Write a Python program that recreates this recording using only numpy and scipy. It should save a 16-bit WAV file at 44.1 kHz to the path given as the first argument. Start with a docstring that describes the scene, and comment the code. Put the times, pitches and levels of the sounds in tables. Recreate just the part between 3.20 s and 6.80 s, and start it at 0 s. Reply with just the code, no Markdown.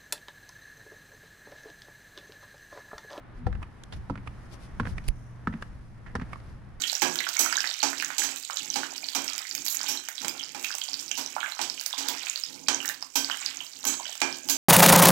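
"""Someone walks down five steps of an outdoor wooden staircase, holding the microphone.
From the start, a far hum lies under the garden's soft wash, clothes rustle and air rumbles.
The first tread (the board you step on) groans briefly. At every step the toe knocks a different
tread and sets it ringing, the sole slaps flat, the heel settles, and the other shoe scuffs off the
step above. Midway the clothes hiss and tick sharply; after the fifth step the background remains."""
import sys
import numpy as np
from scipy import signal
from scipy.fft import rfft, irfft
from scipy.io import wavfile
from scipy.ndimage import uniform_filter1d, map_coordinates

SR = 44100
rng = np.random.default_rng(int(sys.argv[2]) if len(sys.argv) > 2 else 0)


def generate_wav(sig):
    """Save sig (samples, or channels by samples) to the path in sys.argv[1] as 16-bit PCM at SR."""
    pcm = np.round(np.clip(np.atleast_2d(sig).T, -1, 1) * 32767).astype(np.int16)
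    wavfile.write(sys.argv[1], SR, pcm)


N = 158760
T = np.arange(N) / SR
SHOT = T[:SR // 2]  # half a second of time for one short sound
CONTACT_RISE_S, SCUFF_RISE_S = 0.00025, 0.0041  # a hit starts faster than a rub
# tone colour (how strong each pitch is) of grit under a shoe (frequency [Hz], relative level [dB])
GRIT = [(500, 8.5), (1500, 4), (2600, 2), (3800, -0.5), (5300, -3), (7000, -14), (9500, -13.5),
        (15500, -39)]


def undb(db):
    """Turn decibels into a number to multiply by."""
    return 10 ** (np.asarray(db) / 20)


def unit(x):
    """Scale a signal to an average strength (rms) of 1."""
    return x / np.sqrt(np.mean(x ** 2))


def pan(db):
    """Left and right gains that make the left louder by db, keeping the total power."""
    return unit(undb(np.array([[db], [-db]]) / 2))


def add(out, s, x):
    """Mix x into out, starting at s seconds."""
    i = max(int(s * SR), 0)
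    out[:, i:i + x.shape[-1]] += x[..., :N - i]


def curve(points):
    """Join (time, level) points with straight lines."""
    return np.interp(T, *np.array(points).T)


def bell(middle_s, half_s):
    """A smooth rise and fall around one moment."""
    return np.exp(-((T - middle_s) / half_s) ** 2)


def noise(colour, spread, size=N):
    """Stereo noise of a given tone colour; more spread makes left and right less alike."""
    hz, db = np.array(colour).T
    f = np.arange(size // 2 + 1) * SR / size
    gain = undb(np.interp(np.log(f + 1), np.log(hz), db))
    mid, side = irfft(rfft(rng.standard_normal((2, size))) * gain, size)
    return unit(np.array([mid + spread * side, mid - spread * side]))


def wander(rate_hz):
    """A smooth random drift, about 1 in size."""
    hold = max(int(SR / rate_hz), 1)
    jumps = rng.standard_normal(N)[np.arange(N) // hold]
    return unit(uniform_filter1d(uniform_filter1d(jumps, hold), hold))


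def burst(colour, rise_s, decay_s, spread):
    """A short contact: noise that rises, then dies away."""
    shape = np.minimum(SHOT / rise_s, 1) * np.exp(-np.maximum(SHOT - rise_s, 0) / decay_s)
    return unit(shape * noise(colour, spread, size=len(SHOT))) * np.sqrt(np.mean(shape ** 2))


def resonate(x, hz, width_hz):
    """Make a sound ring around one pitch, keeping its energy."""
    ringing = signal.lfilter(*signal.iirpeak(hz, hz / width_hz, fs=SR), x)
    return unit(ringing) * np.sqrt(np.mean(x ** 2))


def swing(hz, peak_s):
    """One quick low wobble that swells until peak_s, then dies."""
    swell = SHOT / peak_s * np.exp(1 - SHOT / peak_s)
    return swell ** 2 * np.sin(2 * np.pi * hz * SHOT)


def garden():
    """A soft distant wash of noise and the wavering hum of a far machine."""
    # tone colour of the wash (frequency [Hz], relative level [dB])
    wash_colour = [(100, -6), (200, -1), (300, -2.5), (450, -10), (650, -9), (900, -9.5), (1300, -11),
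                   (1850, -13), (2500, -22), (4000, -30.5), (8000, -57), (14000, -83)]
    # how the wash and the hum rise and fall (time [s], relative level [dB])
    wash_levels = [(0.0, -58), (0.72, -60), (1.04, -57.5), (1.76, -57.5), (1.94, -60.5), (2.4, -59.5),
                   (2.68, -63), (3.1, -56.5), (3.43, -61.5), (3.6, -60.5)]
    hum_levels = [(0, -58.5), (.6, -58), (1.1, -49), (1.4, -52.5), (2.15, -50), (2.72, -54.5), (3.2, -46.5),
                  (3.6, -57)]
    wash = undb(curve(wash_levels) + 5.5 + 0.5 * wander(17)) * noise(wash_colour, spread=0.63)
    hum_hz = 118.9 * (1 + 0.0081 * wander(5.7))
    hum = np.sqrt(2) * np.sin(2 * np.pi * np.cumsum(hum_hz) / SR)
    return wash + undb(curve(hum_levels) + 2 * wander(7.33)) * hum


def air():
    """Moving air rumbles on the microphone, and single puffs hit its left or right opening."""
    # tone colour of the rumble (frequency [Hz], relative level [dB])
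    rumble_colour = [(15, -0.5), (30, 10.5), (55, 7), (90, 3.5), (140, -0.5), (200, -2.5), (300, -20.5),
                     (600, -43), (14000, -100)]
    # how the rumble rises and falls (time [s], relative level [dB])
    rumble_levels = [(0, -60), (.2, -45.5), (.4, -37.5), (.52, -59), (.7, -49), (.76, -39), (.86, -48),
                     (1.1, -47.5), (1.3, -50.5), (1.55, -46), (1.75, -38), (2.1, -50), (2.6, -47),
                     (2.72, -50), (3.1, -45), (3.6, -50.5)]
    # puffs (time [s], pitch [Hz], time to peak [s], level [dB], side [+1 left, -1 right])
    puffs = [(0.261, 82.6, 0.0066, -15, 1), (0.284, 53.2, 0.038, -27, 1), (1.716, 65, 0.014, -27, 1),
             (1.881, 32, 0.012, -15, -1)]
    out = undb(curve(rumble_levels) + 3) * noise(rumble_colour, spread=0.5)
    for s, hz, peak_s, db, side in puffs:
        add(out, s, undb(db) * pan(side * 15) * swing(hz, peak_s))
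    return out


def clothes():
    """Rubbing cloth rustles all along, swishes with the stride and hisses more brightly midway."""
    # tone colours of the three cloth sounds (frequency [Hz], relative level [dB])
    rustle_colour = [(300, -4), (1200, 6.5), (3500, -2.5), (5200, 1.5), (7700, -6), (10000, -3),
                     (12500, -13.5), (14000, -27)]
    swish_colour = [(300, 12.5), (1200, 0.5), (3500, -3.5), (5200, -1.5), (7700, -12), (10000, -7),
                    (12500, -20), (15500, -33)]
    sleeve_colour = [(3800, -14), (5900, 4), (7500, -8.5), (9900, -2.5), (14000, -22)]
    # how the rustle rises and falls (time [s], relative level [dB])
    rustle_levels = [(0.0, -76.5), (0.22, -74), (0.82, -68.5), (0.98, -71.5), (1.2, -65.5), (1.52, -68.5),
                     (1.8, -69.5), (1.97, -83), (2.25, -70.5), (2.43, -66.5), (2.57, -70), (2.84, -71.5),
                     (3.16, -65), (3.33, -71.5), (3.6, -73.5)]
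    # swishes (middle [s], half length [s], level [dB], left minus right [dB])
    swishes = [(0.181, 0.032, -64, -22), (0.769, 0.017, -55.5, 0), (1.337, 0.02, -46, 10),
               (1.435, 0.034, -51.5, 3.5), (1.695, 0.034, -47, 0), (1.877, 0.029, -51, -2),
               (3.292, 0.072, -61.5, 0)]
    rustle = undb(curve(rustle_levels) + 0.5) * noise(rustle_colour, spread=0.94)
    sleeve_gain = undb(-71 + 2 * wander(9.3)) * bell(middle_s=1.89, half_s=0.55)
    sleeve = sleeve_gain * noise(sleeve_colour, spread=1)
    stride = sum(undb(db) * pan(pan_db) * bell(s, half_s) for s, half_s, db, pan_db in swishes)
    swish = stride * noise(swish_colour, spread=0.82)
    flicker = undb(1.16 * wander(330) + 0.16 * wander(25.2))
    return (rustle + sleeve + swish) * flicker


def brushes_and_ticks():
    """Now and then cloth gives a gritty brush, or a sharp tick close to the microphone."""
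    # tone colours of a brush and a tick (frequency [Hz], relative level [dB])
    brush_colour = [(300, 13.5), (1400, 3), (3300, 0.5), (5300, -1.5), (7500, -13), (10500, -13),
                    (15500, -38)]
    tick_colour = [(500, -9), (1300, -14), (2300, 1), (3600, -6.5), (4900, 2), (6200, -19), (7200, 0),
                   (8200, -12), (9400, 5.5), (11500, -7.5), (19000, -38)]
    # brushes (time [s], level [dB], left minus right [dB], fade time [s])
    brushes = [(.731, -41.5, -6, 0.011), (1.838, -46.5, 3, 0.0052), (1.883, -35, 14, 0.001),
               (3.199, -50, 3, 0.0018)]
    # ticks (time [s], level [dB], fade time [s], pitch [ratio])
    ticks = [(0.6363, -37.5, 0.0016, 0.77), (1.8808, -32.5, 0.0033, 1.), (1.8863, -20.5, 0.0006, 0.99)]
    out = np.zeros((2, N))
    for s, db, pan_db, decay_s in brushes:
        add(out, s, undb(db) * pan(pan_db) * burst(brush_colour, SCUFF_RISE_S, decay_s, spread=1))
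    for s, db, decay_s, pitch in ticks:
        tick = burst(np.array(tick_colour) * [pitch, 1], CONTACT_RISE_S, decay_s, spread=1)
        add(out, s, undb(db) * pan(-5.5) * tick)
    return out


def loaded_wood():
    """The first tread groans as it takes the weight; treads bump softly as the weight shifts, and a low thump
    comes with the puff near 1.88 s."""
    # groans (middle [s], half length [s], pitch [Hz], level [dB])
    groans = [(0.225, 0.039, 243, -41.5), (0.244, 0.01, 153.3, -34.5)]
    # bumps (time [s], pitch [Hz], level [dB])
    bumps = [(.752, 63.7, -31), (0.789, 70.7, -30.5), (1.073, 77.5, -34), (1.872, 107, -28.5),
             (2.408, 62.7, -40)]
    out = np.zeros((2, N))
    for s, half_s, hz, db in groans:
        out += undb(db) * bell(s, half_s) * np.sin(2 * np.pi * hz * T)
    for s, hz, db in bumps:
        add(out, s, undb(db) * swing(hz, peak_s=0.0098))
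    return out


def shoe_scuffs():
    """The rear shoe slides a moment as it leaves, then catches and rings the board."""
    # tone colour of the scrape (frequency [Hz], relative level [dB])
    scrape_colour = [(200, 8.5), (600, 4.5), (1100, 3.5), (2700, -6.5), (3700, -14.5), (7500, -18.5),
                     (10500, -17.5), (14000, -44)]
    # scuffs (time [s], level [dB], left minus right [dB], fade time [s], low ring [Hz],
    # high ring [Hz], relative low ring level [dB], relative grit level [dB])
    scuffs = [(0.415, -52, -18.5, 0.015, 1050, 1200, 6, -17), (.426, -37, -4, 0.004, 1210, 2400, -5, -15),
              (.722, -39.5, -2.5, 0.0071, 1490, 3450, -15, -1),
              (1.0726, -33, -5, 0.0024, 1210, 2400, -7, -17),
              (1.779, -33.5, -3.5, 0.0029, 2020, 2270, -8.5, -9),
              (2.421, -34, -3.5, 0.0033, 1625, 1780, -2, -5.5),
              (3.129, -34, -7, 0.0048, 1184, 2080, -0.5, -14),
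              (3.155, -42.5, -2, 0.0022, 1090, 1200, -2, -20)]
    slide_s = 0.015
    out = np.zeros((2, N))
    for s, db, pan_db, decay_s, low_hz, high_hz, low_db, grit_db in scuffs:
        gain = undb(db) * pan(pan_db)
        scrape = burst(scrape_colour, SCUFF_RISE_S, decay_s, spread=0.66)
        low_ring = undb(low_db) * resonate(scrape, low_hz, width_hz=120)
        high_ring = undb(-3.5) * resonate(scrape, high_hz, width_hz=430)
        grit = undb(grit_db) * burst(GRIT, SCUFF_RISE_S, decay_s, spread=0.97)
        slide = undb(-14.5) * burst(scrape_colour, slide_s, decay_s, spread=0.93)
        add(out, s - slide_s, gain * slide)
        add(out, s, gain * (undb(-6) * scrape + low_ring + high_ring + grit))
    return out


def sole_slaps():
    """The sole slaps flat on the board with a woody clack."""
    # tone colour of the slap (frequency [Hz], relative level [dB])
    slap_colour = [(150, -16), (500, 3), (1000, 2), (1650, -1), (2400, -5), (3600, -13.5), (5500, -20),
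                   (8000, -28.5), (14000, -44)]
    # slaps (time [s], level [dB], left minus right [dB], fade time [s], ring pitch [Hz])
    slaps = [(.327, -38, -13, 0.0049, 1650), (0.351, -43, -9, 0.006, 1480), (.955, -37, -5.5, 0.0045, 1530),
             (0.9757, -41.5, -7, 0.0047, 2100), (1.632, -40, -5, 0.0025, 1410),
             (1.6536, -30.5, -5, 0.0031, 1640), (1.6653, -35, -10, .003, 1180),
             (1.6712, -30, -4, 0.0027, 1800), (2.325, -44.5, -5, 0.024, 1870),
             (2.3382, -36.5, -7, 0.0028, 1600), (2.862, -45, -7, 0.026, 1810),
             (2.997, -37.5, -5, 0.0049, 1590), (3.013, -34.5, -9, 0.0024, 1300),
             (3.0174, -40, -4.5, 0.0087, 1750)]
    out = np.zeros((2, N))
    for s, db, pan_db, decay_s, hz in slaps:
        slap = burst(slap_colour, rise_s=0.00069, decay_s=decay_s, spread=0.51)
        ring = resonate(slap, hz, width_hz=360)
        add(out, s, undb(db) * pan(pan_db) * (undb(-4.5) * slap + undb(-3.5) * ring))
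    return out


def footfalls():
    """The toe rings a tread and thuds the frame, the foot bends the board, the heel rings low tones."""
    # each tread's own tones, top tread first (pitch [Hz], relative level [dB], time to fade 60 dB [s])
    treads = [
        [(50.1, -28.5, 0.35), (87.3, -31, 0.65), (203, -23, 0.082), (323, -30, 0.067), (493, -26.5, 0.081),
         (764, -20, 0.038), (1343, -36, 0.049)],
        [(100.3, -28, 0.15), (189, -26, 0.16), (275, -29, 0.13), (341, -34, 0.1), (510, -28.5, 0.036),
         (862, -30, 0.047), (963, -21.5, 0.025), (1300, -34, 0.054)],
        [(85, -26, 0.27), (116.3, -27.5, 0.31), (175.5, -16.5, 0.065), (224, -22, 0.063), (466, -26.5, 0.06),
         (1073, -20, 0.034), (1385, -8, 0.011), (1594, -25, 0.025)],
        [(125, -29, 0.102), (164, -20, 0.091), (226.3, -19.5, 0.11), (264, -34, 0.13), (343, -35, 0.12),
         (1295, -17, 0.027), (1773, -36, 0.064)],
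        [(61, -28.5, 0.12), (179.5, -24.5, 0.066), (227, -23.5, 0.051), (413.4, -28.5, 0.038),
         (474, -24, 0.031), (646, -28.5, 0.028), (783, -25, 0.026)],
    ]
    # toe knocks, one per tread (time [s], ring gain [dB], left minus right [dB], clack level [dB],
    # clack fade time [s], clack pitch [ratio], grit level [dB], thud level [dB],
    # wait until the ball of the foot bends the board [s], bend level [dB])
    toes = [(0.2668, -0.5, -8.5, -33, 0.0038, 0.93, -41.5, -32.5, .0022, -22.5),
            (0.8978, 1.5, -8, -31, 0.0066, 0.67, -42.5, -31.5, 0.007, -27.5),
            (1.5988, -0.5, -5.5, -24, 0.0042, 1.15, -36, -30.5, 0.004, -21),
            (2.2720, 0, -3, -25, 0.0045, 0.94, -41, -29, 0.0026, -18.5),
            (2.9526, 1.5, -4.5, -26, 0.0074, 0.94, -34, -30.5, 0.0051, -26.5)]
    # heel landings, one per tread (time [s], ring gain [dB])
    heels = [(.350, -8), (0.976, -10), (1.671, -4), (2.339, -2), (3.017, 3.5)]
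    # tone colours of the toe's clack and the frame's thud (frequency [Hz], relative level [dB])
    clack_colour = [(100, -15), (400, -18), (650, -9), (1000, 0.5), (1400, -5.5), (1900, -1), (2350, -20),
                    (3500, -55), (8000, -37), (15000, -72)]
    thud_colour = [(40, 6), (80, 10), (150, 4), (230, 9.5), (330, -7), (450, -13.5), (900, -43),
                   (2000, -47), (14000, -99)]
    build_cycles, heel_soft_hz, pan_from_hz = 0.86, 320, 690
    out = np.zeros((2, N))
    for tones, toe, (heel_s, heel_db) in zip(treads, toes, heels):
        toe_s, ring_db, pan_db, clack_db, clack_s, pitch, grit_db, thud_db, bend_lag_s, bend_db = toe
        for hz, db, fade_s in tones:
            shape = (1 - np.exp(-SHOT * hz / build_cycles)) * np.exp(-np.log(1000) * SHOT / fade_s)
            sides = pan(pan_db / (1 + (pan_from_hz / hz) ** 4))  # low tones stay in the middle
            ring = undb(db) * shape * np.sin(2 * np.pi * hz * SHOT) * sides
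            muffle = 1 / (1 + (hz / heel_soft_hz) ** 4)  # the softer heel barely rings high tones
            add(out, toe_s, undb(ring_db) * ring)
            add(out, heel_s, undb(heel_db) * muffle * ring)
        clack = burst(np.array(clack_colour) * [pitch, 1], CONTACT_RISE_S, clack_s, spread=0.63)
        grit = burst(GRIT, CONTACT_RISE_S, decay_s=0.0079, spread=0.6)
        thud = burst(thud_colour, rise_s=0.0074, decay_s=0.029, spread=0.11)
        add(out, toe_s, (undb(clack_db) * clack + undb(grit_db) * grit) * pan(pan_db))
        add(out, toe_s, undb(thud_db) * thud)
        add(out, toe_s + bend_lag_s, undb(bend_db) * swing(hz=190.7, peak_s=0.003))
    return out


def echo(feet):
    """Rails and ground scatter the steps back as a brief, quiet echo with little bass."""
    gap_s, decay_s, low_cut_hz = 0.004, 0.051, 420
    scatter = rng.standard_normal((2, len(SHOT))) * np.exp(-SHOT / decay_s) * (SHOT > gap_s)
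    scatter /= np.sqrt(np.sum(scatter ** 2) / 2)
    scatter = signal.lfilter(*signal.butter(2, low_cut_hz, "high", fs=SR), scatter)
    return undb(-16.5) * signal.fftconvolve(feet, scatter, axes=1)[:, :N]


def scene():
    """Mix the steps, which reach the left side a little later, with their echo and all around them."""
    left_lag_s = 0.000025
    left, right = footfalls() + sole_slaps() + shoe_scuffs() + loaded_wood()
    late_left = map_coordinates(left, [(T - left_lag_s) * SR])
    feet = np.array([late_left, right])
    return feet + echo(feet) + clothes() + brushes_and_ticks() + air() + garden()


def record(dry):
    """The recorder cuts off the highest treble."""
    top_hz = 15400
    return signal.sosfilt(signal.ellip(8, 0.2, 80, top_hz, fs=SR, output="sos"), dry)


dry = scene()
out = record(dry)
generate_wav(out)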